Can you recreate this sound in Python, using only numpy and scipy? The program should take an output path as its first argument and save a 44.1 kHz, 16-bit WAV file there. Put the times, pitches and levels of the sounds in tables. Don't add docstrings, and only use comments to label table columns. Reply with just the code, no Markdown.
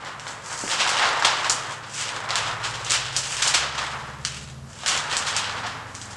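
import sys
import numpy as np
from scipy import signal
from scipy.fft import rfft, irfft
from scipy.io import wavfile

SR = 44100
rng = np.random.default_rng(int(sys.argv[2]) if len(sys.argv) > 2 else 0)


def transcribe(u):
    v = np.clip(np.atleast_2d(u).T, -1, 1)
    q = np.round(v * 32767).astype(np.int16)
    wavfile.write(sys.argv[1], SR, q)


def voltage_ratio(level):
    return 10 ** (np.asarray(level, float) / 20)


N = 271778

# time in seconds, flexing level in dB.
EFFORT = [(0.0, -36), (0.5, -39), (0.7, -34.5), (0.95, -24), (1.12, -25.5), (1.4, -27), (1.92, -42),
          (2.2, -32), (2.5, -29.5), (2.85, -37), (3.28, -39.5), (3.5, -29.5), (4.0, -34.5), (4.62, -60),
          (4.82, -45), (4.9, -30), (5.55, -31), (5.9, -41.5)]
# frequency in Hz, level in dB per Hz.
BILLOW_SPECTRUM = [(150, -27), (250, -1), (380, -3), (520, 3.5), (700, 2.5), (1000, -24)]
FLEX_SPECTRUM = [(300, -24.5), (500, -10), (700, -4), (900, -1), (1250, -1), (1800, -4.5), (2600, -13),
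                 (4000, -21), (8000, -77)]
CRACKLE_SPECTRUM = [(700, -21.5), (1400, 0.5), (2200, -0.5), (3000, 3.5), (4000, 0.5), (5200, -2.5),
                    (7000, -10.5), (11000, -44)]
SLIDE_SPECTRUM = [(3000, -15.5), (4500, 1.5), (6000, 2.5), (7600, 4), (8600, -2.5), (10500, -14),
                  (11800, -20.5), (12600, -56)]


def rustle():
    flex_db, = in_time(EFFORT)

    lag_s, follows = 0.054, 0.38
    r = np.exp(-1 / (lag_s * SR))
    swing_db = flex_db - flex_db.mean()
    slow_swing_db, _ = signal.lfilter([1 - r], [1, -r], swing_db, zi=[r * swing_db[0]])
    billow_db = -50 + follows * slow_swing_db

    crackle_gain = np.sqrt(voltage_ratio(flex_db - 10.5) ** 2 + grip_power(2))
    slide_gain = np.sqrt(voltage_ratio(flex_db - 18) ** 2 + grip_power(3))

    folding = buckles(900, spread_db=0.5, clump_db=3.5)
    creasing = buckles(1800, spread_db=5.5, clump_db=4.5)
    wide = reverberate(folding + 0.71 * creasing, t60=0.23, wet_db=4.5)
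    fine = reverberate(creasing, t60=0.25, wet_db=3.5)
    layers = [
        (voltage_ratio(billow_db), wide, BILLOW_SPECTRUM),
        (voltage_ratio(flex_db), wide, FLEX_SPECTRUM),
        (crackle_gain, fine, CRACKLE_SPECTRUM),
        (slide_gain, fine, SLIDE_SPECTRUM),
    ]
    return sum(gain * rms_one(colour(source, spectrum)) for gain, source, spectrum in layers)


# start in seconds, hold in seconds, crackle level in dB, sliding hiss level in dB.
GRIPS = [(0.0, 0.017, -42.5, -63), (0.255, 0.22, -54, -44.5), (0.492, 0.14, -45, -35.5),
         (0.656, 0.036, -41, -31.5), (0.794, 0.27, -27.5, -40), (1.237, 0.055, -32, -50),
         (1.417, 0.053, -29.5, -40), (1.598, 0.13, -41, -44), (1.983, 0.03, -35, -33),
         (2.052, 0.039, -30.5, -39), (2.4, 0.092, -32.5, -43), (2.574, 0.069, -39, -51),
         (2.665, 0.034, -40, -40), (2.886, 0.15, -32.5, -39), (3.105, 0.082, -37, -43.5),
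         (3.305, 0.043, -36, -33), (3.406, 0.054, -30.5, -38), (3.615, 0.15, -33.5, -45),
         (3.858, 0.037, -36.5, -44), (4.277, 0.091, -42, -43.5), (4.713, 0.083, -56, -51),
         (4.904, 0.044, -27.5, -32.5), (5.102, .12, -31.5, -40), (5.257, 0.031, -41, -43),
         (5.372, 0.043, -31, -58), (5.46, 0.037, -31, -44.5), (6.004, 0.021, -54, -41),
         (6.1, 0.028, -56, -54)]


def grip_power(column):
    rise_db_per_s, fall_db_per_s = 180, 97
    t = np.arange(0, N + 40, 40) / SR
    rows = np.array(GRIPS)[:, :, None]
    start, hold = rows[:, 0], rows[:, 1]
    before_db = rise_db_per_s * (start - t)
    after_db = fall_db_per_s * (t - start - hold)
    loss_db = np.maximum(0, np.maximum(before_db, after_db))
    power = np.sum(voltage_ratio(rows[:, column] - loss_db) ** 2, axis=0)
    return np.interp(np.arange(N) / SR, t, power)


def buckles(per_s, spread_db, clump_db):
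    sizes = voltage_ratio(spread_db * np.minimum(rng.exponential(1, N), 5)) * rng.choice([-1, 1], N)
    chance = per_s * voltage_ratio(clump_db * drift(12)) / SR
    return rms_one(sizes * (rng.random(N) < chance))


def snaps():
    most_cracks, ring_s = 100, 0.00046
    rows = creases()
    draws = rng.random((len(rows), 2, most_cracks))
    power = np.zeros((3, N + SR))
    for (s, db, bright_db, length), (when, size) in zip(rows, draws):
        cracks = min(3 + int(length * 3000), most_cracks)
        place = np.r_[0, 1.9 * when[1:cracks] - 0.6]
        swell = np.exp(-place ** 2 * np.where(place < 0, 7.0, 2.5))
        share = (size[:cracks] ** 1.5 + 0.15) * swell
        energy = share / share.sum() * (length + 0.00043) * SR
        at = np.round((s + length * place) * SR).astype(int)

        low_db = -5 - max(bright_db, 1.1 * bright_db)
        high_db = -6 + bright_db
        part_db = np.array([[low_db], [0], [high_db]])
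        np.add.at(power, (slice(None), at), energy * voltage_ratio(db + part_db) ** 2)

    r = np.exp(-2 / (ring_s * SR))
    envelope = np.sqrt(signal.lfilter([1 - r], [1, -r], power[:, :N] + 1e-18))
    parts = envelope * rng.standard_normal((3, N))
    t60s = (1, 0.62, 0.3)
    spectra = (FLEX_SPECTRUM, CRACKLE_SPECTRUM, SLIDE_SPECTRUM)
    return voltage_ratio(-4.5) * sum(colour(room(x, t60), c) for x, t60, c in zip(parts, t60s, spectra))


# time in seconds, level in dB, brightness in dB.
SNAPS = [(.0486, -37, 8), (.197, -28.5, 4), (0.2683, -26, -8.5), (.678, -23.5, -3), (.8764, -16, 1),
         (0.892, -21.5, 13), (.917, -20, -13), (.9956, -25, -5), (1.0893, -19.5, 1), (1.199, -30, 8),
         (1.224, -14, -5), (1.4445, -20.5, -7), (1.4972, -19, 16.5), (2.3062, -15, -4), (2.3562, -15.5, 8),
         (2.848, -33, 14.5), (2.919, -9.5, 5.5), (2.948, -27, 2), (3.1648, -16.5, 13), (3.1693, -22.5, 12),
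         (3.368, -28, 14), (4.2502, -16, 5), (4.7313, -36, 5), (4.8346, -27.5, -6), (4.8614, -13, 3.5),
         (4.976, -17.5, 4.5), (5.1677, -16, 9.5), (5.3652, -12.5, 6), (5.9504, -27.5, 10), (6.0156, -30, 7)]
# time in seconds, level in dB, brightness in dB, length in seconds.
FOLDS = [(.062, -38, -9, 0.016), (.2816, -33, 3.5, 0.011), (.5077, -41, -12.5, 0.064),
         (.7165, -24.5, 0.5, 0.038), (.8101, -21.5, -3.5, 0.013), (1.0275, -21, -9, 0.021),
         (1.2497, -10.5, -0.5, 0.0079), (1.501, -24, 14.5, .004), (1.6518, -36, -4, 0.019),
         (1.8384, -40.5, -8, 0.023), (1.943, -43.5, 15.5, 0.011), (2.001, -30, 3, 0.033),
         (2.292, -26.5, -3, 0.0079), (2.37, -26, -5, 0.032), (2.6373, -28.5, -4, 0.016),
         (2.6543, -28.5, -2, 0.024), (2.7449, -30.5, 0, 0.017), (2.903, -22.5, 9, 0.011),
         (2.942, -18, 0.5, .014), (3.177, -27, -2, 0.0081), (3.2354, -28, 3.5, .013),
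         (3.4243, -16, 4, 0.01), (3.4774, -19, 7.5, 0.013), (3.5456, -12, 3, .011),
         (3.7828, -23.5, -5.5, 0.012), (4.8795, -21.5, 6.5, 0.022), (5.2727, -24.5, 2.5, 0.027),
         (5.642, -33.5, -11.5, 0.023), (5.664, -29, -3, 0.012), (6.11, -43, 9, 0.018)]
# start in seconds, number of ticks.
CREAKS = [
    (4.387, 5),
    (4.475, 3),
]


def creases():
    gap_s = 0.0125
    ticks = [(s + k * gap_s, -38, 5.5, 0.0011) for s, count in CREAKS for k in range(count)]
    short_snaps = [(*row, 0.0013) for row in SNAPS]
    return short_snaps + list(FOLDS) + ticks


# time in seconds, peak level in dB.
STEPS = [
    (0.638, -18.5),
    (1.55, -32),
]


def feet():
    clicks = np.zeros(N)
    for s, db in STEPS:
        clicks[round(s * SR)] = voltage_ratio(db + 13.0)
    knock = [(60, -13), (120, -6), (250, 6.0), (500, -1), (800, 0), (1500, -30), (4000, -40)]
    return colour(room(clicks, t60=0.96), knock)


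# time in seconds, cycle rate in Hz, load in dB.
ENGINE = [(0.0, 13, -67), (0.5, 12.55, -65.5), (1.0, 12.5, -69), (1.5, 11.7, -65), (2.0, 12.31, -64.5),
          (2.5, 13.26, -55), (3.0, 14, -55.5), (3.5, 16.2, -61.5), (4.0, 18.1, -53.5), (4.4, 17.9, -51.5),
          (4.65, 18.9, -49.5), (4.75, 20, -56), (5.25, 20.5, -55), (5.75, 22.6, -50), (6.17, 23.5, -53.5)]
# multiple of the cycle rate, level in dB.
FIRING = [(4, 9), (5, -4.5), (6, -28), (7, -2.5), (8, -0.5), (9, 2.5), (10, -17), (11, 0), (12, 5),
          (13, -7)]
# frequency in Hz, gain in dB.
WALLS = [(46, -21), (55, -7), (61, -6), (66, 3), (73, -5), (90, -12), (102, 9), (110, 11), (119, 5),
         (130, 11), (144, 6), (160, -10), (213, -7), (300, -15)]
# frequency in Hz, level in dB per Hz.
ROAR = [(20, -22), (40, -3), (70, -4), (130, 0.5), (220, -7.5), (400, -32.5)]


def engine():
    rate, load_db = in_time(ENGINE)
    turn = 2 * np.pi * np.cumsum(rate) / SR
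    out = voltage_ratio(load_db + 1.0) * rms_one(colour(rng.standard_normal(N), ROAR))
    for multiple, db in FIRING:
        multiple = round(multiple)
        level_db = load_db + db + at_hz(WALLS, multiple * rate) + 0.8 * drift(2.5)
        phase = multiple * turn + 2 * np.pi * rng.random() + 0.15 * drift(3.0)
        out = out + np.sqrt(2) * voltage_ratio(level_db) * np.sin(phase)
    return out


# frequency in Hz, level in dB per Hz.
RUMBLE = [(20, -38), (45, -10), (90, -5), (140, -0.5), (230, -12.5), (400, -11.5), (1200, -11), (2600, -24),
          (6000, -23.5), (8000, -26), (12000, -52)]


def air():
    hum_hz, hum_db = 204.5, -60.5
    hum_gain = np.sqrt(2) * voltage_ratio(hum_db + 2.3 * drift(0.59))
    hum = hum_gain * np.sin(2 * np.pi * hum_hz * np.arange(N) / SR)
    return hum + voltage_ratio(-48.5) * rms_one(colour(rng.standard_normal(N), RUMBLE))


# delay in seconds, level in dB.
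ECHOES = [(.0055, -9), (.011, -12), (.021, -13), (.027, -15), (.032, -16)]


def room(x, t60):
    out = reverberate(x, t60, wet_db=1.5)
    for s, db in ECHOES:
        lag = round(s * SR)
        out[lag:] += voltage_ratio(db) * x[:-lag]
    return out


def reverberate(x, t60, wet_db):
    r = voltage_ratio(-120 / (t60 * SR))
    energy = signal.lfilter([1 - r], [1, -r], x ** 2 + 1e-18)
    return x + voltage_ratio(wet_db) * np.sqrt(energy) * rng.standard_normal(N)


def colour(x, spectrum):
    hz = np.arange(4097) * SR / 8192
    cepstrum = irfft(np.log(voltage_ratio(at_hz(spectrum, hz))))
    cepstrum[1:4096] *= 2
    cepstrum[4097:] = 0
    pulse = irfft(np.exp(rfft(cepstrum)))
    return signal.fftconvolve(x, pulse / np.sqrt(np.sum(pulse ** 2)))[:len(x)]


def drift(rate):
    hop = 40
    r = np.exp(-2 * np.pi * rate * hop / SR)
    slow = signal.lfilter([1], [1, -2 * r, r * r], rng.standard_normal(N // hop + 2002))[2000:]
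    return np.interp(np.arange(N) / hop, np.arange(len(slow)), rms_one(slow))


def rms_one(x):
    return x / np.sqrt(np.mean(x ** 2) + 1e-20)


def in_time(rows):
    s, *columns = np.transpose(rows)
    return [np.interp(np.arange(N) / SR, s, c) for c in columns]


def at_hz(points, hz):
    point_hz, point_db = np.transpose(points)
    return np.interp(np.log(np.maximum(hz, 1)), np.log(point_hz), point_db)


def scene():
    mono = rustle() + snaps() + feet() + engine() + air()
    return np.array([mono, mono])


def top_cut(x):
    return signal.sosfilt(signal.butter(12, 12760, fs=SR, output="sos"), x)


def record(dry):
    rounded = 0.7 * np.tanh(dry / 0.7)
    low_pass = signal.cheby2(10, 60, 13340, fs=SR, output="sos")
    mix = signal.sosfilt(low_pass, rounded)
    return top_cut(mix)


dry = scene()
out = record(dry)
transcribe(out)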